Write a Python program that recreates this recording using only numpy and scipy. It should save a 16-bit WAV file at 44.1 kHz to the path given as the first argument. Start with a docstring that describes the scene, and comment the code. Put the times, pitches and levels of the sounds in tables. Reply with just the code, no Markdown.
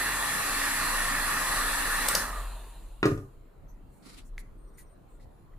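"""A heat gun roars over a craft bench: rushing air is shaped noise, and its whine is a stack of sine tones.
Two clicks of ringing noise switch it off; the whirr and blade tone fade as it coasts down.
It is laid on the wood, which rings as a set of dying tones, then hands rub, slide and lift a small plate.
A thin whistle and pips join them, over soft room noise and a low wavering hum of two tones."""
import sys
import numpy as np
from scipy import signal
from scipy.io import wavfile
from scipy.ndimage import uniform_filter1d, map_coordinates

SR = 44100
rng = np.random.default_rng(int(sys.argv[2]) if len(sys.argv) > 2 else 0)


def generate_wav(signal):
    """Clip the signal to [-1, 1] and save it as 16-bit WAV at the path in sys.argv[1]."""
    frames = np.transpose(np.atleast_2d(signal))
    scaled = np.clip(frames, -1, 1) * 32767
    pcm = np.round(scaled).astype(np.int16)
    wavfile.write(sys.argv[1], SR, pcm)


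N = 246078
T = np.arange(N) / SR

# broad rush of air, relative power in each hertz: pitch_hz, level_db
AIR_SPECTRUM = [(26, -23.5), (45, -24), (92, -15), (262, -9.5), (439, -15), (915, -9), (1170, -3),
                (1820, -5), (3110, -13.5), (4070, -11.5), (8700, -15.5), (9360, -12), (10100, -9.5),
                (14200, -21), (15700, -34.5)]
# barrel and intake resonances: pitch_hz, width_hz, lift_db
BARREL_RESONANCES = [(302, 150, -3), (1133, 240, 3), (1822, 260, 8), (2662, 330, 4.5), (3433, 130, 5.5),
                     (4235, 400, 4), (5936, 400, 0.5), (7750, 540, 5), (8700, 240, 10), (9740, 300, -11.5),
                     (10150, 780, 6), (11040, 500, 3.5), (15300, 1600, -10.5)]
# the gun is waved over the plate: time_s, airflow_db, treble_db (against the body)
WAVING = [(0, -25, -7), (.3, -26, -5.5), (.6, -28, -1.5), (.9, -27, -3.5), (1.25, -25.5, -6),
          (1.55, -26.5, -3.5), (1.85, -27, -4.5), (2.1, -27, -3)]
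# whine, one row for each multiple of the shaft speed, from the first up: level_db (before wavering)
WHINE_LEVELS = [-52.0, -66.5, -52.5, -57.0, -53.0, -43.5, -54.0, -53.5, -63.0, -53.5, -70.0, -61.5, -58.0,
                -54.0, -53.5, -58.5, -56.5, -71.0, -63.5, -66.5, -64.0, -61.0, -71.5, -53.0, -62.5, -68.5,
                -60.0, -49.0, -56.5, -56.5, -57.0, -49.5, -63.0, -61.0, -49.5, -47.5, -55.0, -58.0, -58.5,
                -58.0, -51.5, -52.5, -56.5, -58.0, -57.0, -58.5, -58.0, -56.0, -55.5, -55.0, -63.5, -64.0,
                -59.0, -64.0]
# coasting whirr, relative power in each hertz: pitch_hz, level_db
ROTOR_SPECTRUM = [(180, -36.5), (300, -12), (675, -2.5), (2300, -20), (4170, -11.5), (5340, -30),
                  (7080, -17.5), (9850, -18), (15700, -24)]
# housing resonances under the whirr: pitch_hz, width_hz, lift_db
HOUSING_RESONANCES = [(980, 240, 4), (2660, 600, 7), (4220, 400, 0.5), (7220, 600, 6), (8500, 600, 4.5),
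                      (9860, 540, 9), (10670, 400, -0.5), (12600, 500, 5)]
# how alike left and right are in the gun's noise: pitch_hz, likeness (0 to 1)
GUN_LIKENESS = [(60, 0.93), (250, 1), (500, .9), (1000, 0.82), (1700, 0.94), (2500, 0.92), (4000, 0.29),
                (8000, 0.13), (15000, .3)]
# left-right balance of the gun's air and whine: pitch_hz, left_minus_right_db
GUN_LEAN = [(60, 0), (120, 0.5), (240, -0.5), (480, -1), (950, -1.5), (1890, -1.5), (3770, -3.5), (7520, 3),
            (15000, 0.5)]
# quiet room noise, relative power in each hertz: pitch_hz, level_db
ROOM_SPECTRUM = [(26, -37.5), (45, -3), (63, -4.5), (114, -9), (196, -16.5), (379, -18.5), (472, -22),
                 (1170, -28), (2210, -41), (2690, -43.5), (5740, -52.5), (7150, -50.5), (15700, -49.5)]
# faint bands in the room noise: pitch_hz, width_hz, lift_db
ROOM_STREAKS = [(2300, 300, 0.5), (4160, 460, 4.5), (5460, 900, -0.5), (7300, 500, 2.5), (10000, 600, 2),
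                (12800, 500, 1.5)]
# how alike left and right are in the room noise: pitch_hz, likeness (0 to 1)
ROOM_LIKENESS = [(60, 0.45), (250, 0.8), (550, 0.11), (1650, 0.17), (5000, 0.18), (15000, .1)]
# low hum before wavering: time_s, lower_tone_db, upper_tone_db
HUM_LEVELS = [(0.0, -62, -49.5), (0.68, -49, -52), (0.79, -41, -55), (1.35, -42, -55), (1.38, -38.5, -55),
              (1.75, -35.5, -47), (1.83, -36, -49), (2.11, -42.5, -45.5), (2.38, -42.5, -37.5),
              (2.98, -57, -48), (3.15, -45, -48), (3.26, -59, -53.5), (3.46, -53.5, -64),
              (3.76, -53.5, -50.5), (4.01, -65.5, -62.5), (4.35, -39.5, -52.5), (4.65, -51, -49.5),
              (4.74, -53, -71.5), (5.07, -60, -60.5), (5.16, -48.5, -51), (5.35, -69, -60),
              (5.46, -59, -77), (5.53, -47, -58), (5.58, -51, -61)]
# middle pitch of the lower and upper hum tones: pitch_hz
HUM_PITCHES = (28.8, 41.5)
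# switch snaps: time_s, rattle_db, ring_hz, thock_db
SNAPS = [(2.086, -15, 7890, -20), (2.151, -14, 5600, -14.5)]
# room ring: pitch_hz, t60_s (time to die by 60 dB)
ROOM_RING = [(200, 0.31), (1000, 0.35), (4000, 0.23), (12000, 0.54)]
# blows on the bench: start_s, strength_db, hardness_db_per_octave, crack_db, crack_hz
BLOWS = [(3.0296, -26.5, 11, -24, 1970), (3.04, -34.5, 6.5, -50, 2000), (3.055, -23, -3, -30.5, 3860),
         (3.059, -39.5, -5, -40, 8600), (3.116, -36, -6, -62, 4000), (3.176, -43, -3, -55, 5500)]
# ringing tones of bench and housing: pitch_hz, level_db, t60_s
BENCH_MODES = [(105.5, -5, 0.24), (125.6, -4.5, 0.3), (148, -7, 0.101), (212.6, -7.5, 0.1),
               (293, -1, 0.075), (328, -8.5, 0.15), (350, -6.5, 0.075), (384.7, -1, 0.15),
               (425, -5.5, 0.16), (550, -15, 0.042), (665, -17.5, 0.036), (1075, -17, 0.1),
               (1211, -5, 0.053), (1230, -10, 0.039), (1400, -8.5, 0.023), (1650, -16.5, 0.03),
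               (1760, -21, 0.03843), (2422, -25.5, 0.088)]
# finger rubs: start_s, length_s, level_db, pitch_hz, width_hz, left_minus_right_db
RUBS = [(3.675, 0.082, -68.5, 6150, 500, 1), (3.949, 0.23, -61, 265, 180, -1.5),
        (3.883, 0.33, -71, 9250, 3950, -3), (4.158, 0.08, -58.5, 3360, 2500, 4),
        (4.243, 0.067, -64.5, 8500, 4030, 2), (5.08, 0.16, -73, 8240, 1800, 6),
        (5.3, 0.21, -77.5, 10200, 800, -8)]
# plate scrapes: start_s, length_s, level_db, brightness_db_per_octave, left_minus_right_db
SCRAPES = [(4.018, 0.28, -53, 0, -1), (4.376, 0.056, -57, 8, -1), (4.77, 0.079, -55.5, 13, 0),
           (5.195, 0.082, -68, 1.5, -0.5)]
# noise bands of a scrape: pitch_hz, width_hz, level_db
SCRAPE_BANDS = [(248, 124, 1), (1280, 560, -4.5), (2030, 600, -4), (4400, 1600, -1), (7400, 2100, -4.5),
                (9800, 1400, -6), (13000, 1800, -14.5)]
# plate ticks: start_s, level_db, ring_hz, t60_s
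TICKS = [(4.3803, -27.5, 2100, 0.012), (4.394, -57, 9700, 0.032), (4.782, -55.5, 2030, 0.082),
         (4.794, -54.5, 1940, 0.1), (5.198, -66.5, 1980, 0.18), (5.535, -65.5, 1960, 0.071)]
# thin whistles: start_s, length_s, level_db
WHISTLES = [(4.57, 0.382, -73.5), (5.025, .05, -86)]

POWER_OFF_S, SHAFT_HZ = 2.127, 279.24
LEFT_LAG_S = 6e-5  # the rush reaches the left side this much later
FLOW_FALL_DB_PER_S, FLOW_KNEE_S = 63, 0.12  # airflow dies once power is off, after a soft knee
# whirr before its fade-in: level at the peak, and the peak's delay after power off
WHIRR_DB, WHIRR_PEAK_S, WHIRR_RISE_DB_PER_S = -35, 0.26, 54
WHIRR_DROP_DB, WHIRR_DROP_S, WHIRR_FALL_DB_PER_S = 10.5, 0.22, 32  # then a quick drop and a steady fall
ROOM_DB, HUM_WAVER_DB = -54, 3.5
RIGHT_LAG_SAMPLES = 7  # the gun is laid down left of the microphone
OCTAVE_DB = -3  # a rub also sounds an octave up
WHISTLE_HZ = 8690
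PIPS_S, PIP_COUNT, PIPS_PER_S, PIP_DB = 4.655, 4, 15.8, -79  # faint pips a fifth below the whistle
EDGE_HZ = 15550  # top of the whole sound


def gain_of(db):
    """Turns decibels into a factor."""
    return 10 ** (np.asarray(db) / 20)


def evened(x):
    """Scales a sound to rms 1."""
    return x / np.sqrt(np.mean(x ** 2) + 1e-20)


def read(points, hz):
    """Reads a pitch table between its points, on a log-frequency axis."""
    f, value = np.transpose(points)
    return np.interp(np.log(hz + 1), np.log(f + 1), value)


def curve(rows, axis):
    """Reads one column of a time table at every sample."""
    rows = np.array(rows)
    return np.interp(T, rows[:, 0], rows[:, axis])


def add(mix, s, sound):
    """Mixes a sound in at time s, cut off at the end of the scene."""
    part = mix[..., round(s * SR):][..., :sound.shape[-1]]
    part += sound[..., :part.shape[-1]]


def wander(rate):
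    """Drifts smoothly through random values of about rms 1, rate values a second."""
    knots = rng.standard_normal(400)
    return map_coordinates(knots, [T * np.clip(rate, .1, 60)], order=3)


def band(x, hz, width):
    """Keeps the part of a sound around hz."""
    edges = np.clip([hz - width / 2, hz + width / 2], 30, SR / 2 - 500)
    return signal.sosfilt(signal.butter(2, edges, "band", fs=SR, output="sos"), x)


def lowpass(x, hz):
    """Keeps the part of a sound below hz, without delay."""
    return signal.sosfiltfilt(signal.butter(2, hz, fs=SR, output="sos"), x)


def rush(shape, peaks, same, patchy_db, lean=((1, 0), (2, 0)), lag=0):
    """Makes stereo noise of rms 1 with resonances and drifting louder and softer patches."""
    hz = np.fft.rfftfreq(1024, 1 / SR)
    a, b, c, d, patches = rng.standard_normal((N // 256 + 5, 513, 5)).T
    patches = uniform_filter1d(patches, size=6, axis=0)  # smooth over pitch, then over time
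    patches = evened(uniform_filter1d(patches, size=16, axis=1))
    colour_db = read(shape, hz) + sum(db / (1 + (2 * (hz - f) / w) ** 4) for f, w, db in peaks)
    alike = np.clip(read(same, hz), 0, 1)[:, None]
    left = a + 1j * b
    right = alike * left + np.sqrt(1 - alike ** 2) * (c + 1j * d)
    right = right * np.exp(2j * np.pi * hz * lag)[:, None]  # moved earlier, so the left lags
    tilt = gain_of(read(lean, hz) / 2)[:, None]
    z = np.array([left * tilt, right / tilt])
    z = z * gain_of(colour_db)[:, None] * gain_of(patchy_db * patches)
    return evened(signal.istft(z, nperseg=1024, noverlap=768)[1][:, :N])


def since_power_off():
    """Counts the seconds since the power went off, zero before that."""
    return np.maximum(T - POWER_OFF_S, 0)


def air_rush():
    """Turbulent air resonates in the barrel; once unpowered it slows, growing softer and duller."""
    slowing_db = FLOW_FALL_DB_PER_S * (FLOW_KNEE_S - np.hypot(since_power_off(), FLOW_KNEE_S))
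    air = rush(AIR_SPECTRUM, BARREL_RESONANCES, GUN_LIKENESS, patchy_db=1.73, lean=GUN_LEAN, lag=LEFT_LAG_S)
    body = lowpass(air, 1500)
    treble = gain_of(curve(WAVING, axis=2) + 1.1 * slowing_db)
    return gain_of(curve(WAVING, axis=1) + slowing_db) * (body + treble * (air - body))


def shaft_whine():
    """The turning shaft whines at multiples of its speed until power off."""
    turns = SHAFT_HZ * T + 0.0067 * wander(rate=8)  # the speed hunts a little
    whine = np.zeros((2, N))
    for k, db in enumerate(WHINE_LEVELS, start=1):
        # each multiple wavers and leans on its own as the gun is waved
        lean_db = read(GUN_LEAN, k * SHAFT_HZ) + 3 * wander(rate=5.9)
        slip = 0.28 * wander(rate=11) + rng.uniform(0, 2 * np.pi, (2, 1))
        level = np.sqrt(2) * gain_of(db + 2.5 * wander(rate=22) + np.array([lean_db, -lean_db]) / 2)
        whine += level * np.sin(2 * np.pi * k * turns + slip)
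    return whine * np.clip((POWER_OFF_S - T) / 0.013, 0, 1)


def room_noise():
    """The quiet room is soft, mostly deep noise with faint bands."""
    return gain_of(ROOM_DB) * rush(ROOM_SPECTRUM, ROOM_STREAKS, ROOM_LIKENESS, patchy_db=2.5)


def hum():
    """Two low tones swell and waver in level and pitch."""
    out = np.zeros(N)
    for k, hz in enumerate(HUM_PITCHES, start=1):
        level = np.sqrt(2) * gain_of(curve(HUM_LEVELS, axis=k) + HUM_WAVER_DB * wander(rate=7.3))
        out += level * np.sin(2 * np.pi * np.cumsum(hz + 0.8 * wander(rate=2.9)) / SR)
    return out


def switch():
    """A slider snaps over two detents: a quick swelling rattle, a plastic ring and a low thock."""
    out, t = np.zeros(N), T[:2600]
    for s, db, hz, thock_db in SNAPS:
        grit = rng.standard_normal(len(t))
        fade = gain_of(-60 * np.maximum(t - .003, 0) / 0.016) + 0.11 * gain_of(-60 * t / 0.08)
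        swell = np.minimum(t / 0.0048, 1) ** 2 * fade
        rattle = 1.06 * evened(band(grit, 8500, 11000))
        ring = .5 * evened(band(grit, hz, 2000))
        thock = gain_of(thock_db - 60 * t / 0.02) * np.minimum(t / 0.0037, 1) * np.sin(2 * np.pi * 570 * t)
        add(out, s - .003, gain_of(db) * swell * (rattle + ring) + thock)
    return out


def echo(x):
    """The room answers with sparse echoes of random sign, each band dying at its own speed."""
    taps = np.zeros((2, 20000))
    at = np.arange(200, 19980, 20) + rng.integers(0, 20, (2, 989))
    np.put_along_axis(taps, at, rng.choice([-1., 1.], at.shape), 1)
    hz, t, z = signal.stft(taps, SR, nperseg=256)
    tail = signal.istft(z * gain_of(-60 * t / read(ROOM_RING, hz)[:, None]), SR, nperseg=256)[1]
    tail = tail / np.linalg.norm(tail, axis=1, keepdims=True)
    wet = signal.fftconvolve(x, tail, axes=1)[:, :N]
    bass = lowpass(wet, 600)
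    return wet - .85 * (bass - bass[0])  # long waves reach both sides nearly alike


def rotor_whirr():
    """The unpowered rotor whirrs in its housing: noise that rises, drops quickly, then dies steadily."""
    since = since_power_off()
    past = np.maximum(since - WHIRR_PEAK_S, 0)
    rise_db = -WHIRR_RISE_DB_PER_S * np.maximum(WHIRR_PEAK_S - since, 0)
    drop_db = -WHIRR_DROP_DB * (1 - np.exp(-past / WHIRR_DROP_S))
    level = gain_of(WHIRR_DB + rise_db + drop_db - WHIRR_FALL_DB_PER_S * past)
    fade_in = np.clip(since / 0.71, 0, 1)
    return level * fade_in * rush(ROTOR_SPECTRUM, HOUSING_RESONANCES, GUN_LIKENESS, patchy_db=2.2)


def blades():
    """Once unpowered the rotor slows under air drag, and the fuzzy blade tone slides down with it."""
    since = since_power_off()
    hz = 6 * SHAFT_HZ / (1 + since / .6)  # six blades
    grit = rng.standard_normal(N) + 1j * rng.standard_normal(N)
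    fuzz = signal.lfilter([1], [1, -np.exp(-np.pi * 45 / SR)], grit)  # narrow noise, moved up to the tone
    tone = evened((fuzz * np.exp(2j * np.pi * np.cumsum(hz) / SR)).real)
    # it swells while crossing two barrel resonances
    tone = band(tone, 1170, 159) + 0.72 * band(tone, 950, 130) + 0.069 * tone
    return tone * gain_of(-30 - 53 * since) * np.clip(since / .15, 0, 1)


def bench():
    """The gun lands and rocks; each blow rings the wood, harder ones more brightly, with a short crack."""
    out, t = np.zeros(N), T[:22000]
    for s, db, hard_db, crack_db, crack_hz in BLOWS:
        # loose parts keep tapping after the blow
        chatter = 0.071 * rng.standard_normal(6000) * gain_of(-60 * t[:6000] / 0.081)
        chatter[0] = -1  # the blow itself
        ring = np.zeros(len(t))
        for hz, mode_db, t60 in BENCH_MODES:
            bright_db = hard_db * np.clip(np.log2(hz / 400), -1.3, 1)
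            ring += gain_of(mode_db + bright_db - 60 * t / t60) * np.sin(2 * np.pi * hz * t)
        crack = evened(band(rng.standard_normal(len(t)), crack_hz, crack_hz)) * gain_of(crack_db)
        crack = crack * (gain_of(-60 * t / 0.038) + 0.07 * gain_of(-60 * t / 0.14))
        add(out, s, gain_of(db) * signal.oaconvolve(ring, chatter)[:len(t)] + crack)
    # a small bench radiates no deep bass
    return signal.sosfilt(signal.butter(4, 85, "high", fs=SR, output="sos"), out)


def stroke(length, db, lean_db, bands):
    """Rubbing makes grainy noise in bands (pitch_hz, width_hz, level_db) that grips fast and trails off."""
    grit = rng.standard_normal((3, 12000))[:, :round(length * SR)]
    u = np.linspace(0, 1, grit.shape[1])
    shape = abs(np.sin(np.pi * u ** 0.58)) ** 1.73 * gain_of([[db + lean_db / 2], [db - lean_db / 2]])
    grain = grit[:2] + 0.48 * grit[2]  # left and right share some noise
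    skin = sum(gain_of(b_db) * evened(band(grain, hz, width)) for hz, width, b_db in bands)
    return shape * evened(skin + 0.14 * np.roll(skin, shift=31, axis=1))  # a bounce off the bench combs the hiss


def hands():
    """Fingers rub and the plate scrapes, both with an uneven grip."""
    out = np.zeros((2, N))
    for s, length, db, hz, width, lean_db in RUBS:
        add(out, s, stroke(length, db, lean_db, [(hz, width, 0), (2 * hz, 2 * width, OCTAVE_DB)]))
    for s, length, db, bright_db, lean_db in SCRAPES:
        bands = [(f, w, b + bright_db * np.log2(f / 4000)) for f, w, b in SCRAPE_BANDS]
        add(out, s, stroke(length, db, lean_db, bands))
    return out * gain_of(2.1 * wander(rate=60))


def plate():
    """The plate ticks: a short ring of noise and a pure tone, with a spit of noise."""
    out, t = np.zeros(N), T[:6000]
    for s, db, hz, t60 in TICKS:
        ring = evened(band(rng.standard_normal(len(t)), hz, 771.6)) * gain_of(-6.5 - 60 * t / t60)
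        spit = band(rng.standard_normal(len(t)), 3600, 6600) * gain_of(-11.0 - 60 * t / 0.0071)
        tone = np.minimum(t * hz / 2, 1) * gain_of(1.5 - 60 * t / (0.61 * t60)) * np.sin(2 * np.pi * hz * t)
        add(out, s, gain_of(db) * (ring + spit + tone))
    return out


def whistle():
    """A thin wavering whistle sounds towards the left, with a few pips below it."""
    turn = 2 * np.pi * WHISTLE_HZ * T + 1.2 * wander(rate=56)
    level = np.zeros(N)
    for s, length, db in WHISTLES:
        level += gain_of(db) * np.clip(np.minimum(T - s, s + length - T) / 0.013, 0, 1)
    beat = (T - PIPS_S) * PIPS_PER_S
    pips = gain_of(PIP_DB) * (beat > 0) * (beat < PIP_COUNT) * np.sin(np.pi * beat) ** 4
    tone = level * gain_of(3 * wander(rate=40)) * np.sin(turn) + pips * np.sin(turn * 2 / 3)
    return tone * gain_of([[4], [-4]])


def scene():
    """Adds up every source, with the room's ring on the hits."""
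    gun = air_rush() + shaft_whine() + rotor_whirr() + blades()
    blows, ticks = bench(), plate()
    blows = np.array([blows, np.roll(blows, RIGHT_LAG_SAMPLES)])
    knocks = switch() * gain_of([[.6], [-.6]]) + blows * gain_of([[-.2], [.2]])  # left, right dB
    ring = echo(gain_of(-2.0) * knocks + gain_of(-6.5) * ticks)  # the plate is nearer, so drier
    room = room_noise() + hum() * gain_of([[.4], [-.4]])
    return gun + knocks + ticks + ring + hands() + whistle() + room


def record(dry):
    """Removes everything above the top edge with a steep filter."""
    return signal.oaconvolve(dry, signal.firwin(511, EDGE_HZ, window=("kaiser", 9), fs=SR)[None], "same")


dry = scene()
out = record(dry)
generate_wav(out)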